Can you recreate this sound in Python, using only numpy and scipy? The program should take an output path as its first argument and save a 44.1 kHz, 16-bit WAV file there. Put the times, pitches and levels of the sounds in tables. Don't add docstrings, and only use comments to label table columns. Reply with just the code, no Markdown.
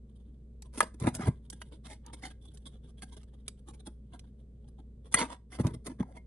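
import sys
import numpy as np
from scipy import signal
from scipy.fft import rfft, irfft, next_fast_len
from scipy.io import wavfile

SR = 44100
rng = np.random.default_rng(int(sys.argv[2]) if len(sys.argv) > 2 else 0)


def unload_wav(signal):
    wavfile.write(
        sys.argv[1],
        SR,
        np.round(np.clip(np.atleast_2d(signal).T, -1, 1) * 32767).astype(np.int16),
    )


N = 276066


def from_db(db):
    return 10 ** (np.asarray(db) / 20)


def at_hz(points, hz, axis=1):
    table = np.array(points)
    return np.interp(np.log(hz + 1e-9), np.log(table[:, 0]), table[:, axis])


def bins(size):
    return np.arange(size // 2 + 1) * SR / size


def colour(x, *spectra):
    size = next_fast_len(x.shape[-1] + 2048, True) // 2 * 2
    total_db = sum(at_hz(spectrum, bins(size)) for spectrum in spectra)
    cepstrum = irfft(np.log(from_db(total_db)))
    cepstrum[1:size // 2] *= 2
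    cepstrum[size // 2 + 1:] = 0
    response = np.exp(rfft(cepstrum))
    return irfft(rfft(x, size) * response)[..., :x.shape[-1]]


def lowpass(x, order, floor_db, top_hz):
    return signal.sosfilt(signal.ellip(order, .2, floor_db, top_hz, fs=SR, output="sos"), x)


def add(track, s, sound):
    start = int(s * SR)
    part = track[..., start:start + sound.shape[-1]]
    part += sound[..., :part.shape[-1]]


def wobble(size, step_s, db):
    targets = np.clip(rng.standard_normal(size), -2, 2)
    gain = from_db(db * np.interp(np.arange(size) / SR / step_s, np.arange(size), targets))
    return gain / np.sqrt(np.mean(gain ** 2))


def ring(modes, ratio=1, turn=1, longest_s=0.062):
    t = np.arange(SR // 4) / SR
    body = np.zeros(len(t))
    for k, (hz, db, t60) in enumerate(modes):
        decay = from_db(db - 60 * t / min(t60, longest_s))
        body += turn ** k * decay * np.sin(2 * np.pi * hz * ratio * t)
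    return body


def with_crack(body, crack_db, crack_s):
    fade = np.exp(-np.arange(len(body)) / SR / crack_s)
    return body + from_db(crack_db) * rng.standard_normal(len(body)) * fade


def shaped(grains, envelope):
    burst = grains * envelope
    return burst * np.sqrt(np.mean(envelope ** 2) / (np.mean(burst ** 2) + 1e-20))


def swell(u, rise=0.48, fall=0.44):
    return np.sqrt(2) * np.exp(-((u - .5) / np.where(u < .5, rise, fall)) ** 2)


RUB_TOP_HZ = 10620


def cut_top(x):
    return lowpass(x, 6, 50, RUB_TOP_HZ)


BASS_REFERENCE_DB, BASS_LOSS_DB_PER_DB = -50, 0.5253


def with_bass(rows, bass_db):
    out = []
    for s, length, db, *tone in rows:
        bass = bass_db - BASS_LOSS_DB_PER_DB * (db - BASS_REFERENCE_DB)
        out.append((s, length, db, bass, *tone))
    return out


TONE_CENTRES_HZ = [403, 1700, 6140]
SPOT_WIDTH_OCTAVES = 0.38


def friction(rows, spectrum, envelope, rings, grain_db, grain_s, place_db):
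    force, t = np.zeros((2, N)), np.arange(-SR // 25, SR // 5) / SR
    mode_hz = np.linspace(200, 12000, 110)
    for s, length, db, bass_db, treble_db, spot_hz, spot_db in rows:
        grains = rng.standard_normal((2, len(t))) * wobble(len(t), grain_s, grain_db)
        burst = shaped(grains, envelope(t / length))
        tone = list(zip(TONE_CENTRES_HZ, [bass_db, 0, treble_db]))
        place = list(zip(mode_hz, place_db * rng.uniform(-2.156, 1, len(mode_hz))))
        reach = 2 ** SPOT_WIDTH_OCTAVES
        spot = [(spot_hz / reach, 0), (spot_hz, spot_db), (spot_hz * reach, 0)]
        add(force, s + t[0], from_db(db) * colour(burst, spectrum, tone, place, spot))
    out = force.copy()
    for hz, width, db in rings:
        resonance = signal.iirpeak(hz, hz / width, fs=SR)
        out += from_db(db) * signal.lfilter(*resonance, force + 1e-18)
    return out


# frequency in Hz, relative strength in dB per Hz.
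RUMBLE_TONE = [(22, -4), (35, 0.5), (55, -2.5), (85, -1.5), (130, 4), (175, -4), (220, 3), (300, -15.5),
               (420, -10), (560, -20.5), (800, -35.5), (1500, -43), (2600, -48), (3500, -46.5), (5000, -51),
               (9000, -48), (10600, -53), (11800, -70.5)]
# time in seconds, gain in dB.
BACKGROUND_DIP = [(0, -1.5), (5.25, -1.5), (5.36, -6.5), (5.49, -4.5), (5.62, 1), (5.9, -2)]
HUM_HZ = 60
HUM_DB, RUMBLE_DB = -49.5, -54.5


def background(waver_db=1.0):
    t = np.arange(N) / SR
    rumble = colour(rng.standard_normal((2, N)), RUMBLE_TONE)
    waver = wobble(N, step_s=0.065, db=waver_db)
    hum = from_db(HUM_DB) * np.sqrt(2) * np.sin(2 * np.pi * HUM_HZ * t) * waver
    dip = from_db(np.interp(t, *np.transpose(BACKGROUND_DIP)))
    return (hum * [[1], [0]] + from_db(RUMBLE_DB) * rumble / rumble.std()) * dip


def reflections(x, t60, delay_s):
    t = np.arange(SR // 2) / SR
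    build = 1 - np.exp(-(t / delay_s) ** 2)
    echoes = rng.standard_normal((2, len(t))) * from_db(-60 * t / t60) * build
    echoes /= np.sqrt(np.sum(echoes ** 2, axis=1, keepdims=True))
    return signal.fftconvolve(x[None], echoes, axes=1)[:, :N]


# time in seconds, middle level of the faint scuffs in dB before the level of all strokes.
GRIP_SHIFTS = [(0, -71), (.25, -85), (.5, -100), (1.4, -68.5), (1.9, -69), (2.25, -60), (2.5, -67),
               (3.15, -65.5), (3.78, -71), (3.95, -88), (4.25, -73.5), (4.5, -88), (4.85, -82)]
FIDGET_STEP_S, FIDGET_S = .07, 0.031
FIDGET_SPREAD_DB, FIDGET_BASS_DB, FIDGET_TREBLE_DB = 4, 5.5, 4
FIDGET_SPOT_HZ = 3340


def fidgets(count=68):
    when, length, strength, tone = rng.uniform(-1, 1, (count, 4)).T
    s = FIDGET_STEP_S * (np.arange(count) + 1.3 + .7 * when)
    span = FIDGET_S * 2 ** (length / 2)
    db = np.interp(s, *np.transpose(GRIP_SHIFTS)) + FIDGET_SPREAD_DB * strength
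    treble = FIDGET_TREBLE_DB + FIDGET_SPREAD_DB * tone
    return [(*row, FIDGET_SPOT_HZ, 0) for row in zip(s, span, db, np.full(count, FIDGET_BASS_DB), treble)]


# start in seconds, length in seconds, level in dB before
# the level of all strokes, treble in dB over level, resonance of the spot in Hz, its lift in dB.
PIPE_STROKES = [(.09, 0.015, -74.5, 9.5, 3400, 9), (.155, 0.021, -72, 14, 3400, 8),
                (.19, 0.033, -79, 13, 3400, 8), (.26, 0.043, -79, 6, 3400, 3),
                (.335, 0.02, -81.5, 9, 3400, 5), (.64, .035, -60.5, 7.5, 3400, -3.5),
                (1.526, 0.012, -42, 9, 2200, -6), (1.607, 0.02, -57.5, 13, 10200, 15),
                (1.719, 0.032, -47.5, -1, 970, 11), (1.848, 0.03, -42, 5, 1180, 8),
                (1.893, 0.051, -43.5, 8.5, 1960, 11), (2.051, 0.064, -51.5, -8, 870, 12),
                (2.131, 0.017, -43.5, 11, 2100, 9.5), (2.226, 0.056, -35.5, 2, 1490, 4.5),
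                (2.302, 0.02, -45.5, -1, 1300, -4), (2.413, 0.023, -68.5, 15, 3400, 9.5),
                (2.442, 0.03, -67, 18, 3400, 13.5), (2.476, 0.016, -66, 13, 3480, 24),
                (2.538, 0.023, -68, 22.5, 10500, 3.5), (2.658, 0.022, -49, 15.5, 3730, 9),
                (2.725, 0.049, -64.5, 5, 3400, 8.5), (2.828, 0.035, -64, 3.5, 3400, 11),
                (2.885, 0.033, -72, 15.5, 3400, 5), (2.977, 0.02, -58, 7.5, 3400, 12),
                (3.022, 0.017, -36, 3.5, 1370, -4), (3.118, 0.033, -53.5, 9.5, 3400, 5),
                (3.165, 0.018, -49.5, 9.5, 1300, 1), (3.33, 0.03, -63.5, -4, 3400, 11),
                (3.588, 0.015, -71, 15, 3000, 5), (3.674, 0.035, -51, 9, 1100, 13),
                (3.732, 0.024, -58.5, 13.5, 2220, 12), (3.794, 0.015, -60, 11.5, 3620, 15),
                (3.858, 0.02, -44, 11, 3590, 0), (4.125, 0.039, -47.5, -0.5, 1100, 5),
                (4.238, 0.019, -65.5, 1, 3400, 2), (4.385, 0.034, -72.5, 4, 3400, 2),
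                (4.64, 0.015, -69, -2, 1200, 3.5), (4.677, 0.018, -65, 13.5, 3400, -5),
                (4.785, .022, -60.5, 0, 3680, 9), (5.047, 0.04, -59.5, 8, 10000, 0.5)]
STROKE_BASS_DB = 12


def hand_strokes():
    return with_bass(PIPE_STROKES, STROKE_BASS_DB) + fidgets()


# frequency in Hz, strength in dB per Hz.
FRICTION_TONE = [(100, -17), (250, 10), (500, 1.5), (1000, 4), (2100, -2.5), (2700, -9.5), (3500, -8.5),
                 (6400, -10), (7800, -11), (8800, -4), (10600, -3.5), (11200, -26), (12000, -37)]
# frequency in Hz, width in Hz, level in dB.
MARKER_RESONANCES = [(843, 270, -9), (1620, 83, 4.5), (2100, 55, 0.5), (3370, 410, 6.5), (4300, 87, -11)]


def strokes_on_pipe(strokes, level_db=-7.0):
    rubs = friction(strokes, FRICTION_TONE, swell, MARKER_RESONANCES, grain_db=4.3, grain_s=.003, place_db=7)
    return cut_top(from_db(level_db) * rubs)


SCRATCH_HZ, SCRATCH_WIDTH_HZ, SCRATCH_SHIFT_OCTAVES = 3340, 700, 0.046
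SLIPS_PER_S, SLIP_S = 260, 0.0011


def scratching(strokes, level_db=-38, pressure=0.67, glide_db=-12):
    out, t = np.zeros((2, N)), np.arange(-SR // 25, SR // 5) / SR
    for s, length, db, *tone in strokes:
        hz = SCRATCH_HZ * 2 ** (SCRATCH_SHIFT_OCTAVES * rng.uniform(-1, 1))
        edges = [hz - SCRATCH_WIDTH_HZ / 2, hz + SCRATCH_WIDTH_HZ / 2]
        band = signal.butter(2, edges, "band", fs=SR, output="sos")
        slips = (rng.random(len(t)) < SLIPS_PER_S / SR) * rng.exponential(1, len(t))
        grip = from_db(glide_db) + signal.lfilter([1], [1, -np.exp(-1 / (SLIP_S * SR))], slips)
        scratch = signal.sosfilt(band, grip * rng.standard_normal((2, len(t))))
        add(out, s + t[0], from_db(level_db + pressure * db) * shaped(scratch, swell(t / length)))
    return out


# start in seconds, level in dB before the level of all ticks,
# treble in dB over level, resonance of the spot in Hz, its lift in dB.
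TOUCHES = [(0.622, -40.5, 10.5, 10000, -2), (1, -43, 11.5, 4970, -1), (1.143, -53, 11, 9200, -2.5),
           (1.15, -42.5, 24.5, 9900, -3), (1.5004, -44, 22, 6030, 1), (1.6162, -24.5, -10, 890, 7.5),
           (2.063, -57.5, 24, 4440, 5), (2.572, -53.5, 13, 3400, 6), (3.021, -38, 4, 380, 10),
           (3.232, -51.5, 3.5, 6000, -2), (3.4802, -31, 9.5, 3300, 7), (3.4845, -42, 9, 2500, 9),
           (3.871, -50, 10, 3600, 9), (4.192, -49, 11, 3480, 8), (5.6683, -32, 5.5, 2500, 1),
           (5.676, -37, -4, 10000, -1), (5.867, -37.5, 10.5, 2000, 13)]
# frequency in Hz, strength in dB per Hz.
TAP_TONE = [(100, -18), (250, 1), (500, -2.5), (1000, 2), (2100, -5.5), (3500, -12), (6400, -10),
            (8800, -7), (10800, -9), (12000, -27)]
TICK_T60_S, TICK_BASS_DB = 0.021, -2.5


def sudden(u):
    return (u >= 0) * np.exp(-np.log(1000) * np.abs(u))


def ticks(level_db=3):
    touches = [(s, TICK_T60_S, db, TICK_BASS_DB, *tone) for s, db, *tone in TOUCHES]
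    broad = [(3593, 1900, 0.0)]   # Hz, width Hz, dB
    return from_db(level_db) * friction(touches, TAP_TONE, sudden, broad,
                                        grain_db=8.5, grain_s=0.00059, place_db=6.5)


# start in seconds, frequency in Hz,
# level in dB before build-up and grip, time to fall by 60 dB in seconds (at most 0.2 is used).
SINGING_MODES = [(1.215, 1226, -37, 0.098), (1.23, 1960, -44, 0.11), (2.236, 2102, -28, 0.064),
                 (5.167, 2068, -28.5, 0.067), (5.170, 4520, -30, 0.078), (5.2, 933, -31, 0.27),
                 (5.168, 3400, -38.5, .08), (5.527, 2100, -36, 0.043), (6.025, 2163, -44.5, 0.049),
                 (6.174, 2135, -43, 0.071)]
SINGING_WANDER_HZ = 30.23


def singing(build_s=0.0039):
    out, t = np.zeros(N), np.arange(SR // 3) / SR
    build = 1 - np.exp(-t / build_s)
    for s, hz, db, t60 in SINGING_MODES:
        grip = wobble(len(t), step_s=.008, db=4)
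        wander_hz = SINGING_WANDER_HZ * (wobble(len(t), step_s=.003, db=4) - 1)
        phase = 2 * np.pi * np.cumsum(hz + wander_hz) / SR
        decay = from_db(db - 60 * t / min(t60, .2))
        add(out, s, decay * grip * build * np.sin(phase))
    return out * [[1], [0]]


# start in seconds, strength in dB,
# contact cut-off in Hz (higher is harder), share of the bench in dB.
LANDINGS = [(1.047, -32.5, 820, -6), (1.076, -22.5, 1001, -4.5), (1.196, -26.5, 280, -11),
            (1.271, -27, 260, -2), (1.2818, -20.5, 330, 3), (3.878, -44, 705, -11),
            (5.143, -30.5, 299.4, -6.5), (5.2141, -31.5, 900, -22), (5.5992, -19.5, 370, -3),
            (5.649, -23, 330, 4), (5.669, -27, 438, -3), (5.876, -40, 800, -6), (6.004, -18, 230, -9.5)]
SKID_S, SKID_DB, SKID_DB_PER_OCTAVE = .025, -18, 10
SKID_CONTACT_HZ = 400
SKID_BASS_DB, SKID_TREBLE_DB = 10.5, -6.5


def skids():
    rows = []
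    for s, db, contact_hz, bench_db in LANDINGS:
        level = db + SKID_DB + SKID_DB_PER_OCTAVE * np.log2(contact_hz / SKID_CONTACT_HZ)
        rows.append((s - SKID_S / 2, SKID_S, level, SKID_BASS_DB, SKID_TREBLE_DB, contact_hz, 0))
    return rows


# start in seconds, length in seconds, level in dB,
# treble in dB over level, resonance of the spot in Hz, its lift in dB.
PIPE_SLIDES = [(.737, 0.03, -52, 6.5, 3300, 5), (.772, 0.029, -45.5, 14.5, 3300, 6),
               (.82, 0.022, -34, 1, 3160, 5), (.85, .04, -62.5, 9.5, 1100, -2),
               (.94, 0.0095, -61.5, 12, 1800, -2), (1.005, 0.045, -42, -3, 3350, -1),
               (1.071, 0.026, -44, 4, 750, 5), (1.141, 0.028, -43.5, 8.5, 10000, 0),
               (1.185, 0.05, -41.5, -5, 800, 8), (1.207, 0.059, -41.5, -3, 1200, 1),
               (1.258, 0.03, -38.5, -0.5, 2100, 2), (1.29, 0.032, -56.5, -19, 1110, 5),
               (5.119, 0.018, -45.5, 11, 3400, 6), (5.158, 0.031, -35, -0.5, 3500, 12),
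               (5.184, 0.028, -27.5, 3.5, 3200, 5), (5.211, 0.026, -28.5, -7.5, 476, 2),
               (5.228, 0.037, -33.5, -8, 1100, 3), (5.293, 0.06, -40, -5, 1320, 6.5),
               (5.52, 0.048, -45, 2, 1380, 1.5), (5.595, 0.026, -46.5, 3.5, 10000, 4.5),
               (5.636, .025, -45.5, -21, 930, 9.5), (5.665, 0.057, -50.5, -8, 1300, -2),
               (5.736, 0.015, -47.5, 4, 3400, 2.5), (5.853, 0.028, -47, 10.5, 9850, 3),
               (5.885, 0.045, -51, -3, 2100, 6), (6.024, 0.01, -47.5, -10, 800, 14),
               (6.06, 0.094, -68, -1, 700, 10), (6.15, 0.037, -53.5, -1, 763, 11.5)]
# frequency in Hz, width in Hz, level in dB.
WALL_RESONANCES = [(480, 78, -4.5), (1005, 70, -1), (1380, 50, -4.5), (1622, 140, -6.5), (2080, 74, 1.5),
                   (2900, 140, -8), (3400, 160, -3), (4480, 57, -10.5), (6150, 79, -4.5)]
SLIDE_BASS_DB = 10


def slides_on_bench():
    rows = with_bass(PIPE_SLIDES, SLIDE_BASS_DB) + skids()
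    return cut_top(friction(rows, FRICTION_TONE, swell, WALL_RESONANCES, grain_db=4.5, grain_s=.002, place_db=6.5))


# start in seconds, strength in dB.
CHATTER = [(1.221, -48), (1.232, -52), (1.247, -51), (2.24, -47.5), (2.254, -55), (5.15, -34), (5.186, -32),
           (5.1909, -31.5), (5.2055, -35), (5.2143, -28), (5.221, -33), (5.227, -34), (6.027, -62),
           (6.124, -67.5), (6.165, -61)]


def rattles(spread_db=4.5, detune=0.061, longest_s=0.051, crack_db=-2, crack_s=0.0014):
    out = np.zeros(N)
    for s, db in CHATTER:
        chance = rng.uniform(-1, 1, (len(WALL_RESONANCES), 2))
        modes = []
        for (hz, width, level), (shift, strength) in zip(WALL_RESONANCES, chance):
            t60 = np.log(1000) / (np.pi * width)
            modes.append((hz * (1 + detune * shift), level + spread_db * strength, t60))
        body = ring(modes, turn=-1.004, longest_s=longest_s)
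        add(out, s, from_db(db) * with_crack(body, crack_db, crack_s))
    return cut_top(out * [[1], [0]])


# start in seconds, strength of the first bump in dB.
ROCKING = [(1.016, -28.5), (1.123, -40.5), (1.232, -35.5), (5.711, -40)]
ROCK_STEP_S, ROCK_CHANGE_DB = 0.025, -0.5
ROCK_CONTACT_HZ, ROCK_BENCH_DB = 238.4, 1.5
GRAZE_LEAD_S, GRAZE_DB = .0105, -17.5


def pipe_contacts(count=3):
    grazes = [(s - GRAZE_LEAD_S, db + GRAZE_DB, contact_hz, bench_db) for s, db, contact_hz, bench_db in LANDINGS]
    bumps = [(s + k * ROCK_STEP_S, db + k * ROCK_CHANGE_DB, ROCK_CONTACT_HZ, ROCK_BENCH_DB)
             for s, db in ROCKING for k in range(count)]
    return list(LANDINGS) + grazes + bumps


# frequency in Hz, level in dB,
# time to fall by 60 dB in seconds (the hand allows at most 0.062).
BENCH_MODES = [(86, -12, 0.11), (123.5, 4, 0.076), (142, -2, 0.1)]
PIPE_MODES = [(201, -4.5, 0.17), (241, 1.5, 0.062), (334, 1.5, 0.024), (474, -9, 0.037), (598, -1, 0.037),
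              (842, -5, 0.07), (1250, -7.5, 0.15), (1946, -9, 0.09)]


def thumps(pipe_low_hz=150, bench_low_hz=60):
    pipe = signal.sosfilt(signal.butter(3, pipe_low_hz, "high", fs=SR, output="sos"), ring(PIPE_MODES))
    bench = signal.sosfilt(signal.butter(2, bench_low_hz, "high", fs=SR, output="sos"), ring(BENCH_MODES))
    out = np.zeros(N)
    for s, db, contact_hz, bench_db in pipe_contacts():
        contact = signal.butter(2, contact_hz, fs=SR, output="sos")
        add(out, s, from_db(db) * signal.sosfilt(contact, pipe + from_db(bench_db) * bench))
    return out


# start in seconds, strength in dB, pitch ratio,
# part that is struck.
CAN_HITS = [(0.805, -5, 1, "side"), (0.8115, -22.5, 1.6, "side"), (5.141, -8.5, 1.02, "rim"),
            (5.1435, -4, 0.98, "rim")]
# frequency in Hz
# before the pitch ratio, level in dB, time to fall by 60 dB in seconds (at most 0.04 is used).
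CAN_SIDE_MODES = [(370.4, -21.5, 0.039), (640, -23, .03), (797, -15, 0.041), (953, -5.5, 0.022),
                  (1260, -11.5, .032), (1539, -20, .03), (1700, -17.5, 0.036), (2015, -19, 0.05),
                  (2420, -23, .02), (2970, -25, .03), (3283, -27, 0.04), (3610, -24.5, 0.019),
                  (5183, -26.5, 0.028), (6280, -28, 0.025), (8250, -19, .03), (8930, -14.5, 0.014),
                  (10780, -20, .022)]
CAN_RIM_MODES = [(903, -14.5, 0.023), (1380, -18, 0.023), (1660, -24, 0.052), (1990, -16.5, .03),
                 (2470, -21, 0.021), (2980, -22.5, .022), (3434, -26.5, 0.021), (4400, -31.5, 0.023),
                 (5200, -27.5, .03), (6300, -22, 0.043), (7470, -27, .025), (8380, -21.5, .025),
                 (9180, -13, 0.021), (9170, -5.5, 0.025), (9610, -7, 0.018), (10330, -12, 0.0078),
                 (10550, -19.5, 0.0047)]


def clacks(scatter_db=-5, crack_db=-23, crack_s=0.0029):
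    out = np.zeros(N)
    for s, db, ratio, part in CAN_HITS:
        modes = CAN_SIDE_MODES if part == "side" else CAN_RIM_MODES
        body = ring(modes, ratio, turn=-1, longest_s=.04)
        add(out, s, from_db(db) * with_crack(body, crack_db, crack_s))
    return out * [[1], [0]] + from_db(scatter_db) * reflections(out, t60=0.033, delay_s=0.00016)


# frequency in Hz, likeness from 0 to 1,
# phase lead of the left in radians, left over right in dB.
LEFT_RIGHT = [(150, .997, 0, 0), (330, .93, .15, 0), (500, .7, .45, -1), (850, .75, 1.1, .5),
              (1500, .6, 1.2, -.5), (2200, .7, .9, -1.5), (3200, .35, -.2, -5.5), (5200, .45, -2.2, -6.5),
              (7500, .45, -1.9, -2.5), (9300, .35, -.3, 0)]


def ports(pair):
    size = next_fast_len(N, True)
    shared, diffuse = rfft(pair, size)
    hz, sides = bins(size), np.array([[1], [-1]])
    alike = np.clip(at_hz(LEFT_RIGHT, hz), 0, 1)
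    level = from_db(sides * at_hz(LEFT_RIGHT, hz, axis=3) / 2)
    phase = np.exp(.5j * sides * at_hz(LEFT_RIGHT, hz, axis=2))
    blend = np.sqrt((1 + alike) / 2) * shared + sides * np.sqrt((1 - alike) / 2) * diffuse
    return irfft(level * phase * blend, size)[:, :N]


ROOM_T60_S = 0.23
ROOM_TOP_HZ = 9700


def scene(room_db=-16, tick_room_db=-23, clack_room_db=-21, thump_room_db=-17):
    hand = hand_strokes()
    rubs = slides_on_bench() + strokes_on_pipe(hand) + singing() + scratching(hand)
    taps = ticks()
    knocks = clacks() + rattles()
    dull = thumps()
    send = from_db(room_db) * rubs[0] + from_db(tick_room_db) * taps[0]
    send += from_db(clack_room_db) * knocks[0] + from_db(thump_room_db) * dull
    room = reflections(lowpass(send, 6, 50, ROOM_TOP_HZ), t60=ROOM_T60_S, delay_s=0.0016)
    return ports(rubs + taps + knocks + dull * [[1], [0]] + room + background())


CUTOFF_HZ = 12400


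def record(dry):
    return lowpass(dry, 10, 90, CUTOFF_HZ)


dry = scene()
out = record(dry)
unload_wav(out)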